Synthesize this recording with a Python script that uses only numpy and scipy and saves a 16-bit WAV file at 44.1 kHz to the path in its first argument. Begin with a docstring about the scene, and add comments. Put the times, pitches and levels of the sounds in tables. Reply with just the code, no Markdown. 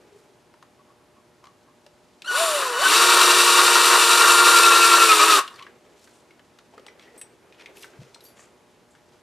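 """A small quiet room, a close-set pair of microphones near a cloth-covered table.
A cordless drill drives a screw into a wooden disc held on the table: the trigger clicks, the speed
control whistles, the motor creeps, runs at full speed, labours as the thread binds, and brakes.
Before and after, hands knock the disc, small steel parts tinkle and cloth rustles.
Mains hum hangs in the room throughout."""
import sys
import numpy as np
from scipy import signal
from scipy.fft import rfft, irfft, next_fast_len
from scipy.io import wavfile
from scipy.ndimage import map_coordinates

SR = 44100
rng = np.random.default_rng(int(sys.argv[2]) if len(sys.argv) > 2 else 0)


def bounce(signal):
    """Save signal as a 16-bit WAV file at the path given by the first command-line argument."""
    frames = np.transpose(np.atleast_2d(signal))
    limited = np.clip(frames, -1, 1)
    pcm = np.round(limited * 32767).astype(np.int16)
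    wavfile.write(sys.argv[1], SR, pcm)


N = 406602
TIME = np.arange(N) / SR

# spectrum of the room's air: f/Hz, relative density/dB
AIR_SPECTRUM = [(26, -39.5), (45, -1), (351, -0.5), (406, -0.5), (482, -6), (545, -5.5), (600, -4.5),
                (767, -5), (1080, -9), (1310, -9.5), (2670, -15.5), (11000, -25.5), (15500, -38.5)]
# overtones of the mains: f/Hz, level/dB
MAINS_HUM = [(120, -77), (240, -73.5), (360, -69.5), (480, -73.5), (600, -69.5), (840, -73.5), (960, -75.5),
             (1080, -78.5)]
# hands on cloth: t/s, relative dull level/dB, relative bright level/dB
RUSTLE_LEVELS = [(0, -55, -64.5), (0.5, -68, -70), (1, -80.5, -74.5), (2.2, -71, -65), (5.7, -56.5, -66),
                 (6.16, -54.5, -59.5), (6.35, -57.5, -68.5), (6.57, -64, -66), (6.75, -57, -65),
                 (6.91, -55.5, -68), (7.2, -48, -61), (7.35, -56.5, -67.5), (7.58, -54, -67.5),
                 (7.8, -48, -60), (8.17, -57, -61.5), (8.46, -54, -66.5), (8.91, -67.5, -69.5),
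                 (9.22, -59.5, -64)]
# the dull sleeve and the bright cloth: f/Hz, relative density/dB
SLEEVE_SPECTRUM = [(150, -18), (400, 3), (900, -11.5), (2500, -14.5), (5000, -37)]
CLOTH_SPECTRUM = [(1500, -20.5), (3000, 4), (7500, 0.5), (11000, -15.5), (15000, -26)]
# scuffs of fingers and parts: peak t/s, fall time/s, level/dB, f/Hz, nominal width/Hz
SCUFFS = [(.16, .12, -57.5, 410, 60), (.2, .06, -68, 6000, 6000), (5.597, 0.041, -50, 2500, 1500),
          (5.611, 0.031, -48, 1110, 150), (6.041, .075, -60, 4930, 6000), (6.155, .05, -64.5, 8200, 2500),
          (7.035, .04, -53.5, 2190, 2000), (7.09, .03, -54, 1940, 100), (7.554, .033, -62.5, 2950, 1500),
          (7.61, .03, -49.5, 1940, 2490), (7.781, .038, -52, 3990, 8970), (7.827, .025, -48.5, 4956, 9000),
          (8.026, .032, -57.5, 2500, 4000), (8.26, .038, -58.5, 6020, 8030),
          (8.405, 0.042, -54.5, 7100, 2000), (8.4, .045, -52.5, 990, 2000),
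          (8.918, .025, -64.5, 7730, 1800)]
# knocks and clicks of wood and plastic: t/s, relative level/dB, ring f/Hz, snap trim/dB
CONTACTS = [(0.539, -40.5, 900, -14), (0.626, -38, 1070, -9), (1.441, -44.5, 1160, -3),
            (1.455, -48, 1130, 1), (1.47, -46.5, 1100, -0.5), (1.864, -41, 600, -2.5),
            (2.22, -38, 2700, 4.5), (5.478, -27.5, 2830, -6), (5.541, -43.5, 4770, -15),
            (5.558, -39, 4350, -15), (5.624, -33.5, 2990, -7.5), (5.666, -32, 1650, -23),
            (6.075, -43, 1560, -7.5), (6.307, -44, 2190, -10), (6.394, -43.5, 1700, -9),
            (6.587, -42, 1356, -0.5), (6.737, -38, 700, -23), (6.778, -33, 420, -20),
            (6.779, -35.5, 1250, -12.5), (6.796, -39.5, 504, -9.5), (6.865, -38.5, 875, -2),
            (6.882, -35, 2010, -12.5), (6.995, -40, 2230, -7), (7.214, -33.5, 2600, -11),
            (7.524, -43, 2490, -17), (7.6, -41, 2440, -27), (7.659, -30.5, 2200, -10.5),
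            (7.77, -39.5, 2580, -18), (7.832, -34.5, 2800, -14), (7.842, -30.5, 1520, -18.5),
            (7.933, -43, 1580, -23), (8.015, -41.5, 506, -14.5), (8.145, -36.5, 4210, -4),
            (8.159, -40, 930, -17), (8.206, -43, 3900, -12), (8.951, -41, 1610, -15)]
# the bit creaks in the screw head: peak t/s, level/dB
BIT_CREAKS = [(.8, -63), (.9, -62), (1.02, -63), (1.18, -58), (1.45, -50), (1.68, -58.5)]
# the speed control chops the current: t/s, f/Hz, level/dB
CHOPPER_TRACK = [(2.243, 1318, -65), (2.248, 1347, -36), (2.257, 1345, -45), (2.261, 1423, -31),
                 (2.273, 1430, -35), (2.276, 1560, -30), (2.281, 1560, -28), (2.284, 1465, -29),
                 (2.385, 1452, -31), (2.42, 1470, -43), (2.6, 1480, -52), (2.77, 1470, -33.5),
                 (2.8, 1490, -29.5), (2.85, 1510, -22.5), (2.87, 1520, -26), (2.89, 1500, -62.5)]
# its partials: harmonic number, relative level/dB
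CHOPPER_HARMONICS = [(1, 1), (2, -8), (3, -13.5), (4, -21), (5, -32), (6, -26), (8, -40.5)]
# motor shaft: t/s, speed/(turns per s)
SHAFT_SPEED = [(2.27, 95), (2.37, 198), (2.41, 223), (2.44, 222), (2.69, 165), (2.75, 157), (2.78, 165),
               (2.81, 205), (2.86, 345), (2.9, 400), (2.96, 452), (3.01, 466), (3.1, 469), (4.5, 464),
               (4.64, 458), (5.04, 456), (5.11, 435), (5.18, 418), (5.22, 421), (5.27, 435), (5.32, 431),
               (5.36, 398), (5.45, 315)]
# resonances of the housing, gear teeth and brushes: f/Hz, width/Hz, relative level/dB
HOUSING_MODES = [(368.5, 99, -9.5), (668, 200, -13.5), (950, 110, -5), (1104, 85, 1.5), (1274, 190, -0.5),
                 (1503, 270, -4.5), (1830, 230, -7.5), (2090, 330, -18)]
TOOTH_MODES = [(2282, 140, -2.5), (2698, 270, 2.5), (3830, 450, 2.5), (4620, 500, 0), (5760, 770, -3),
               (7270, 700, -3.5), (8600, 790, -5), (9300, 420, -7), (10200, 2900, -12.5), (12460, 470, -12),
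               (13960, 2500, -23.5)]
BRUSH_MODES = [(2970, 120, -0.5), (3620, 110, 1.5), (4450, 240, -5.5), (7235, 310, 0), (9450, 380, 0.5),
               (10860, 440, -6.5), (12400, 330, -8)]
# ring of the brushes at full power: t/s, level/dB
BRUSH_LEVELS = [(2.3, -41), (2.39, -29), (2.56, -31), (2.66, -38.5), (2.77, -39), (2.83, -30.5),
                (2.96, -27), (4.5, -25), (5.1, -28), (5.38, -29.5)]
# whine of the rotor poles at full power: t/s, level/dB, swing with each chuck turn/dB
POLE_WHINE = [(2.27, -54, 0), (2.39, -27, 1), (2.55, -25.5, 1.5), (2.63, -37, .1), (2.8, -32, .1),
              (2.92, -24, 1.2), (2.98, -27, 1.2), (4, -26, 1.5), (4.4, -19.5, 1.5), (4.65, -15.5, 2.5),
              (4.78, -18, 2.5), (4.98, -17.5, 3.5), (5.13, -18, 6.5), (5.25, -20, 6.5), (5.38, -20, 4)]
# tones tied to the shaft: multiple of its rate, relative level/dB
SHAFT_ORDERS = [(.763, 0.5), (1, -3.5), (3.82, -6.5), (4, -4.5), (5, -3), (8, -8), (9, -7.5), (10, -7),
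                (12, -9), (13, -10.5), (16, -12), (18, -10.5), (20, -11.5)]
# a steel key touches the disc, thin steel plates clink: t/s, relative level/dB, brightest f/Hz
KEY_TOUCHES = [(6.866, -38, 5300), (7.02, -45, 5700), (7.1786, -35, 9700), (7.193, -41, 10500),
               (7.214, -26, 9500), (7.833, -41, 5740), (8.148, -40.5, 5400)]
PLATE_TOUCHES = [(7.768, -48, 9900), (8.207, -48, 9800), (8.2396, -42, 11500), (8.2526, -37.5, 4680),
                 (8.2645, -44, 5100), (8.2846, -42, 11500), (8.3046, -49.5, 4690)]
# how key and plates ring: f/Hz, relative level/dB, t60/s
KEY_MODES = [(2660, -9, .05), (3848, -17, .08), (5740, -6.5, 0.19), (7994, -6, 0.082), (8190, 0, 0.086),
             (10080, -4, 0.081), (13500, -7, .12)]
PLATE_MODES = [(4620, -6, 0.23), (5900, -2, 0.045), (8100, -19, .06), (9800, -6, 0.4), (10540, -4, 0.098),
               (11540, 0, 0.14), (12510, -4, .15), (13440, -12, .05)]
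# the disc is set down and rocks: t/s, level/dB, f/Hz, t60/s
DISC_THUDS = [(7.99, -34, 132, 0.17), (8.018, -33, 154, 0.049)]
# the drill's direct sound at the microphones: f/Hz, left minus right/dB
DRILL_BALANCE = [(100, 0), (400, 0), (700, .5), (1200, .4), (2400, 2.3), (4500, 1.4), (8500, 3.5),
                 (13000, 2.9)]
# reverberation of the room: f/Hz, t60/s
ROOM_DECAY = [(200, 0.07), (2000, .3), (10000, 0.17)]

ON_S, OFF_S, STOP_S = 2.244, 5.39, 5.66  # trigger pulled, trigger let go, gears at rest
RISE_S, BRAKE_S = 0.073, 0.046  # the noise builds up; the brake bites
RUN = slice(round(2.2 * SR), round(5.7 * SR))  # the samples that span the motor's run
FULL_SPEED, GEAR_RATIO = 466, 42  # shaft turns per s; shaft turns per chuck turn


def amp(db):
    return 10 ** (np.asarray(db) / 20)


def unit(x):
    return x / np.sqrt(np.mean(x ** 2) + 1e-20)


def along(points, hz):
    """Interpolate (f/Hz, value) points on a log frequency axis."""
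    f, values = np.transpose(points)
    return np.interp(np.log(hz + 1), np.log(f + 1), values)


def curves(rows):
    """One value per sample for each column after the time."""
    times, *columns = np.transpose(rows)
    return [np.interp(TIME, times, column) for column in columns]


def during(start_s, end_s):
    return (TIME > start_s) & (TIME < end_s)


def wobble(rate, size=N):
    """A smooth random curve, rate knots a second."""
    return map_coordinates(rng.standard_normal(int(size * rate / SR) + 4), [TIME[:size] * rate])


def filtered(x, response):
    """Pass x through a complex response of frequency."""
    size = next_fast_len(N + SR // 2)
    return irfft(rfft(x, size) * response(np.fft.rfftfreq(size, 1 / SR)), size)[..., :N]


def band(x, hz, width_hz):
    """A resonance applied twice, for steep skirts; rms 1."""
    b, a = signal.iirpeak(hz, hz / width_hz, SR)
    return unit(signal.lfilter(b, a, signal.lfilter(b, a, x)))


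def resonant_noise(modes, drive=1):
    """Noise, scaled by drive, rings modes of (f/Hz, width/Hz, level/dB); rms 1."""
    def response(f):
        return sum((-1) ** k * amp(db) * 1j * f * width / (hz * hz - f * f + 1j * f * width)
                   for k, (hz, width, db) in enumerate(modes))
    return unit(filtered(drive * rng.standard_normal(N), response))


def stereo_noise(spectrum, side_db):
    """Noise of rms 1, nearly alike at both microphones."""
    mid, side = filtered(rng.standard_normal((2, N)), lambda hz: amp(along(spectrum, hz)))
    return unit(np.array([mid + amp(side_db) * side, mid - amp(side_db) * side]))


def tones(turns, orders, flutter_db, rate):
    """Sines at (multiple, level/dB) of a cycle during the run, each fluttering by itself."""
    out, turns = np.zeros(N), turns[RUN]
    for multiple, db in orders:
        rms = amp(db + flutter_db * wobble(rate, len(turns)))
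        out[RUN] += rms * np.sqrt(2) * np.sin(2 * np.pi * (multiple * turns + rng.random()))
    return out


def room_tone():
    """Steady air noise and the overtones of the mains hum."""
    hum = sum(amp(db + 0.65 * wobble(2.9)) * np.sqrt(2) * np.sin(2 * np.pi * (hz * TIME + rng.random()))
              for hz, db in MAINS_HUM)
    return amp(-59) * stereo_noise(AIR_SPECTRUM, side_db=-9.5) + hum


def rustle():
    """Sleeve and fingers brush the cloth in grainy strokes."""
    dull_db, bright_db = curves(RUSTLE_LEVELS)
    dull = amp(dull_db - 4.5 + 2.3 * wobble(30)) * stereo_noise(SLEEVE_SPECTRUM, side_db=-12)
    bright = amp(bright_db - 6 + 2.24 * wobble(80)) * stereo_noise(CLOTH_SPECTRUM, side_db=-11)
    return dull + bright


def scrapes(creak_s=0.026, creak_hz=1084, creak_width_hz=150):
    """Fingers and parts scuff, the bit creaks: bands of grainy noise that swell and die away."""
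    out, t = np.zeros(N + SR), np.arange(-SR // 8, SR // 4) / SR
    creaks = [(s, creak_s, db, creak_hz, creak_width_hz) for s, db in BIT_CREAKS]
    for s, fall_s, db, hz, width_hz in SCUFFS + creaks:
        grit = amp(3.8 * wobble(250, len(t))) * rng.standard_normal(len(t))
        swell = np.where(t < 0, np.exp(-(t / (0.7 * fall_s)) ** 2), np.exp(-t / fall_s))
        out[round(s * SR) - SR // 8:][:len(t)] += amp(db) * band(grit, hz, 1.3 * width_hz) * swell
    return out[:N]


def knocks(ring_t60=0.042, snap_t60=0.031):
    """Wood and plastic make contact: a rough ring at the object's pitch and a bright snap."""
    out, t = np.zeros(N + SR), np.arange(SR // 4) / SR
    for s, db, hz, snap_db in CONTACTS:
        noise = rng.standard_normal((2, len(t)))
        envelope = amp(-60 * t / ring_t60) * (1 - np.exp(-t / 0.0004))
        ring = 0.48 * np.sin(2 * np.pi * hz * t) + 0.4 * band(noise[0], hz, 0.87 * hz)
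        snap = 0.69 * amp(snap_db - 60 * t / snap_t60) * band(noise[1], 3170, width_hz=4200)
        out[round(s * SR):][:len(t)] += amp(db) * (envelope * ring + snap)
    return out[:N]


def speed_control():
    """The chopped current whistles while the motor creeps."""
    hz, db = curves(CHOPPER_TRACK)
    whistle = amp(db) * tones(np.cumsum(hz) / SR, CHOPPER_HARMONICS, flutter_db=4, rate=68)
    return whistle * during(CHOPPER_TRACK[0][0], CHOPPER_TRACK[-1][0])


def gears(turns, bind, swing_db, rattle_db, hiss_db):
    """The housing rattles, the teeth hiss and the gear cage churns, loudest as the thread binds."""
    rattle = resonant_noise(HOUSING_MODES, drive=amp(1.5 * wobble(90)))
    rattle *= amp(rattle_db + 0.61 * bind + 0.71 * wobble(12))
    # teeth strike harder once a turn
    beat = 1 + 0.16 * np.cos(2 * np.pi * turns) + 0.11 * np.cos(2 * np.pi * 0.763 * turns)
    hiss = resonant_noise(TOOTH_MODES, drive=beat * amp(0.99 * wobble(200)))
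    hiss *= amp(hiss_db + bind + 0.4 * wobble(15))
    churn = resonant_noise([(1286, 68, 0), (2702, 190, 0)])
    churn *= amp(hiss_db - 15.5 + 0.6 * swing_db + 8.5 * bind)
    return rattle + hiss + churn


def brushes(power_db):
    """The motor's brushes rub and ring in narrow, high bands."""
    level_db = curves(BRUSH_LEVELS)[0] + 1.3 * power_db
    return amp(level_db + 1.3 * wobble(25)) * resonant_noise(BRUSH_MODES)


def motor_tones(turns, speed, speed_db, whine_db, swing_db, housing_hz=945):
    """Three rotor poles whine, the shaft's orders grow with speed and the loaded shaft hums."""
    whine = amp(whine_db) * tones(turns, [(3, 0)], flutter_db=1.5, rate=39)
    octave = amp(-37) * tones(turns, [(6, 0)], flutter_db=4.5, rate=60)
    orders_db = np.maximum(-31 + 3.7 * speed_db, -52)
    orders = amp(orders_db) * tones(turns, SHAFT_ORDERS, flutter_db=1, rate=22)
    strain = amp(-51 + 2.6 * swing_db) * tones(turns, [(1, 0)], flutter_db=2.5, rate=20)
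    # the second order sounds only near a housing resonance
    tuning = 1 / (1 + ((2 * speed - housing_hz) / 30) ** 2)
    second = amp(orders_db + 1) * tuning * tones(turns, [(2, 0)], flutter_db=2, rate=25)
    return whine + octave + orders + strain + second


def drill(tightest_s=4.662):
    """The motor turns the screw through its gears; the thread binds once a chuck turn and slows it."""
    speed = curves(SHAFT_SPEED)[0]
    speed_db = 20 * np.log10(speed / FULL_SPEED)
    power_db = curves([(ON_S, -14), (ON_S + RISE_S, 0), (OFF_S, 0),
                       (OFF_S + BRAKE_S, -22), (STOP_S, -34.5)])[0]
    running = during(ON_S, STOP_S)
    whine_db, swing_db = curves(POLE_WHINE)
    chuck_turns = np.cumsum(speed) / SR / GEAR_RATIO
    chuck_turns -= chuck_turns[round(tightest_s * SR)]
    bind = np.cos(2 * np.pi * chuck_turns)
    turns = np.cumsum(speed * (1 + 0.0012 * wobble(30) - 0.0016 * swing_db * bind)) / SR
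    rattle_db = -18.5 + 1.1 * speed_db + power_db
    hiss_db = -18 + 1.51 * speed_db + 1.3 * power_db
    noise = gears(turns, bind, swing_db, rattle_db, hiss_db) + brushes(power_db)
    tonal = motor_tones(turns, speed, speed_db, whine_db + swing_db * bind, swing_db)
    tonal += screw_squeal(turns, chuck_turns)
    tonal *= amp(2.2 * power_db)  # tones die faster than noise
    body = (noise + tonal) * running + speed_control()
    airborne = filtered(body, lambda hz: 1 / (1 + (300 / (hz + 1)) ** 7))  # a small housing: no bass
    table_rumble = amp(hiss_db - 37.5) * resonant_noise([(227, 60, 1), (40, 54, -8)])
    return airborne + table_rumble * running


def screw_squeal(turns, chuck_turns, lead_turns=0.24):
    """Late in the drive the thread squeals once a chuck turn, just ahead of its tightest point."""
    level_db = -22.5 + 14 * (np.cos(2 * np.pi * (chuck_turns + lead_turns)) - 1)
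    return amp(level_db) * tones(turns, [(5.65, 0)], flutter_db=4, rate=70) * during(4.6, 5.24)


def tinkles(touches, modes, db_per_octave):
    """Each touch ticks and rings the steel's modes, weaker away from its brightest pitch."""
    out, t = np.zeros(N + SR), np.arange(SR // 3) / SR
    for s, db, brightest_hz in touches:
        ring = np.zeros(len(t))
        for hz, mode_db, t60 in modes:
            struck_db = mode_db + rng.normal(0, 3.8) - db_per_octave * abs(np.log2(hz / brightest_hz))
            ring += amp(struck_db - 60 * t / t60) * np.sin(2 * np.pi * hz * t)
        tick = 0.5 * amp(-60 * t / 0.021) * band(rng.standard_normal(len(t)), brightest_hz, 6400)
        out[round(s * SR):][:len(t)] += amp(db - 9) * (ring + tick)
    return out[:N]


def thuds():
    """The disc lands softly on the table and rocks: low, damped tones."""
    out, t = np.zeros(N + SR), np.arange(SR // 4) / SR
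    for s, db, hz, t60 in DISC_THUDS:
        envelope = amp(db - 60 * t / t60) * (1 - np.exp(-t / 0.0014))
        out[round(s * SR):][:len(t)] += envelope * np.sin(2 * np.pi * hz * t)
    return out[:N]


def walls(x, delay_samples=300):
    """The room answers a moment later, each frequency dying at its own speed."""
    hz, t, spectra = signal.stft(rng.standard_normal((2, SR // 2)), SR, nperseg=256)
    apart = 0.9 * np.clip(hz / 900, 0, 1)[:, None]  # radians: close-set microphones hear the bass alike
    spectra[1] = np.cos(apart) * spectra[0] + np.sin(apart) * spectra[1]
    decay = amp(-60 * t / along(ROOM_DECAY, hz)[:, None])
    tail = signal.istft(spectra * decay, SR, nperseg=256)[1]
    delayed = np.pad(x, (delay_samples, 0))[None]
    return signal.fftconvolve(delayed, tail / np.linalg.norm(tail[0]), axes=1)[:, :N]


def scene():
    """Drill and hands close by and left of centre, the room behind them."""
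    tool = drill()
    hands = knocks() + thuds() + scrapes()
    hands += tinkles(KEY_TOUCHES, KEY_MODES, db_per_octave=16.5)
    hands += tinkles(PLATE_TOUCHES, PLATE_MODES, db_per_octave=20)
    leftward = np.array([[0.5], [-0.5]])
    direct = filtered(tool, lambda hz: amp(along(DRILL_BALANCE, hz) * leftward))
    direct += hands * amp(1.2 * leftward)
    return direct + walls(amp(-15) * tool + amp(-10.5) * hands) + rustle() + room_tone()


def record(dry, ceiling=0.95, low_hz=55, high_hz=14900, limit_hz=15700):
    """The recorder rounds peaks near full scale, thins the deepest bass and cuts the highest treble."""
    def response(hz):
        return (hz < limit_hz) / (1 + (hz / high_hz) ** 40) / (1 + (low_hz / (hz + 1)) ** 2)
    rounded = dry / (1 + np.abs(dry / ceiling) ** 6) ** (1 / 6)
    return filtered(rounded, response)


dry = scene()
out = record(dry)
bounce(out)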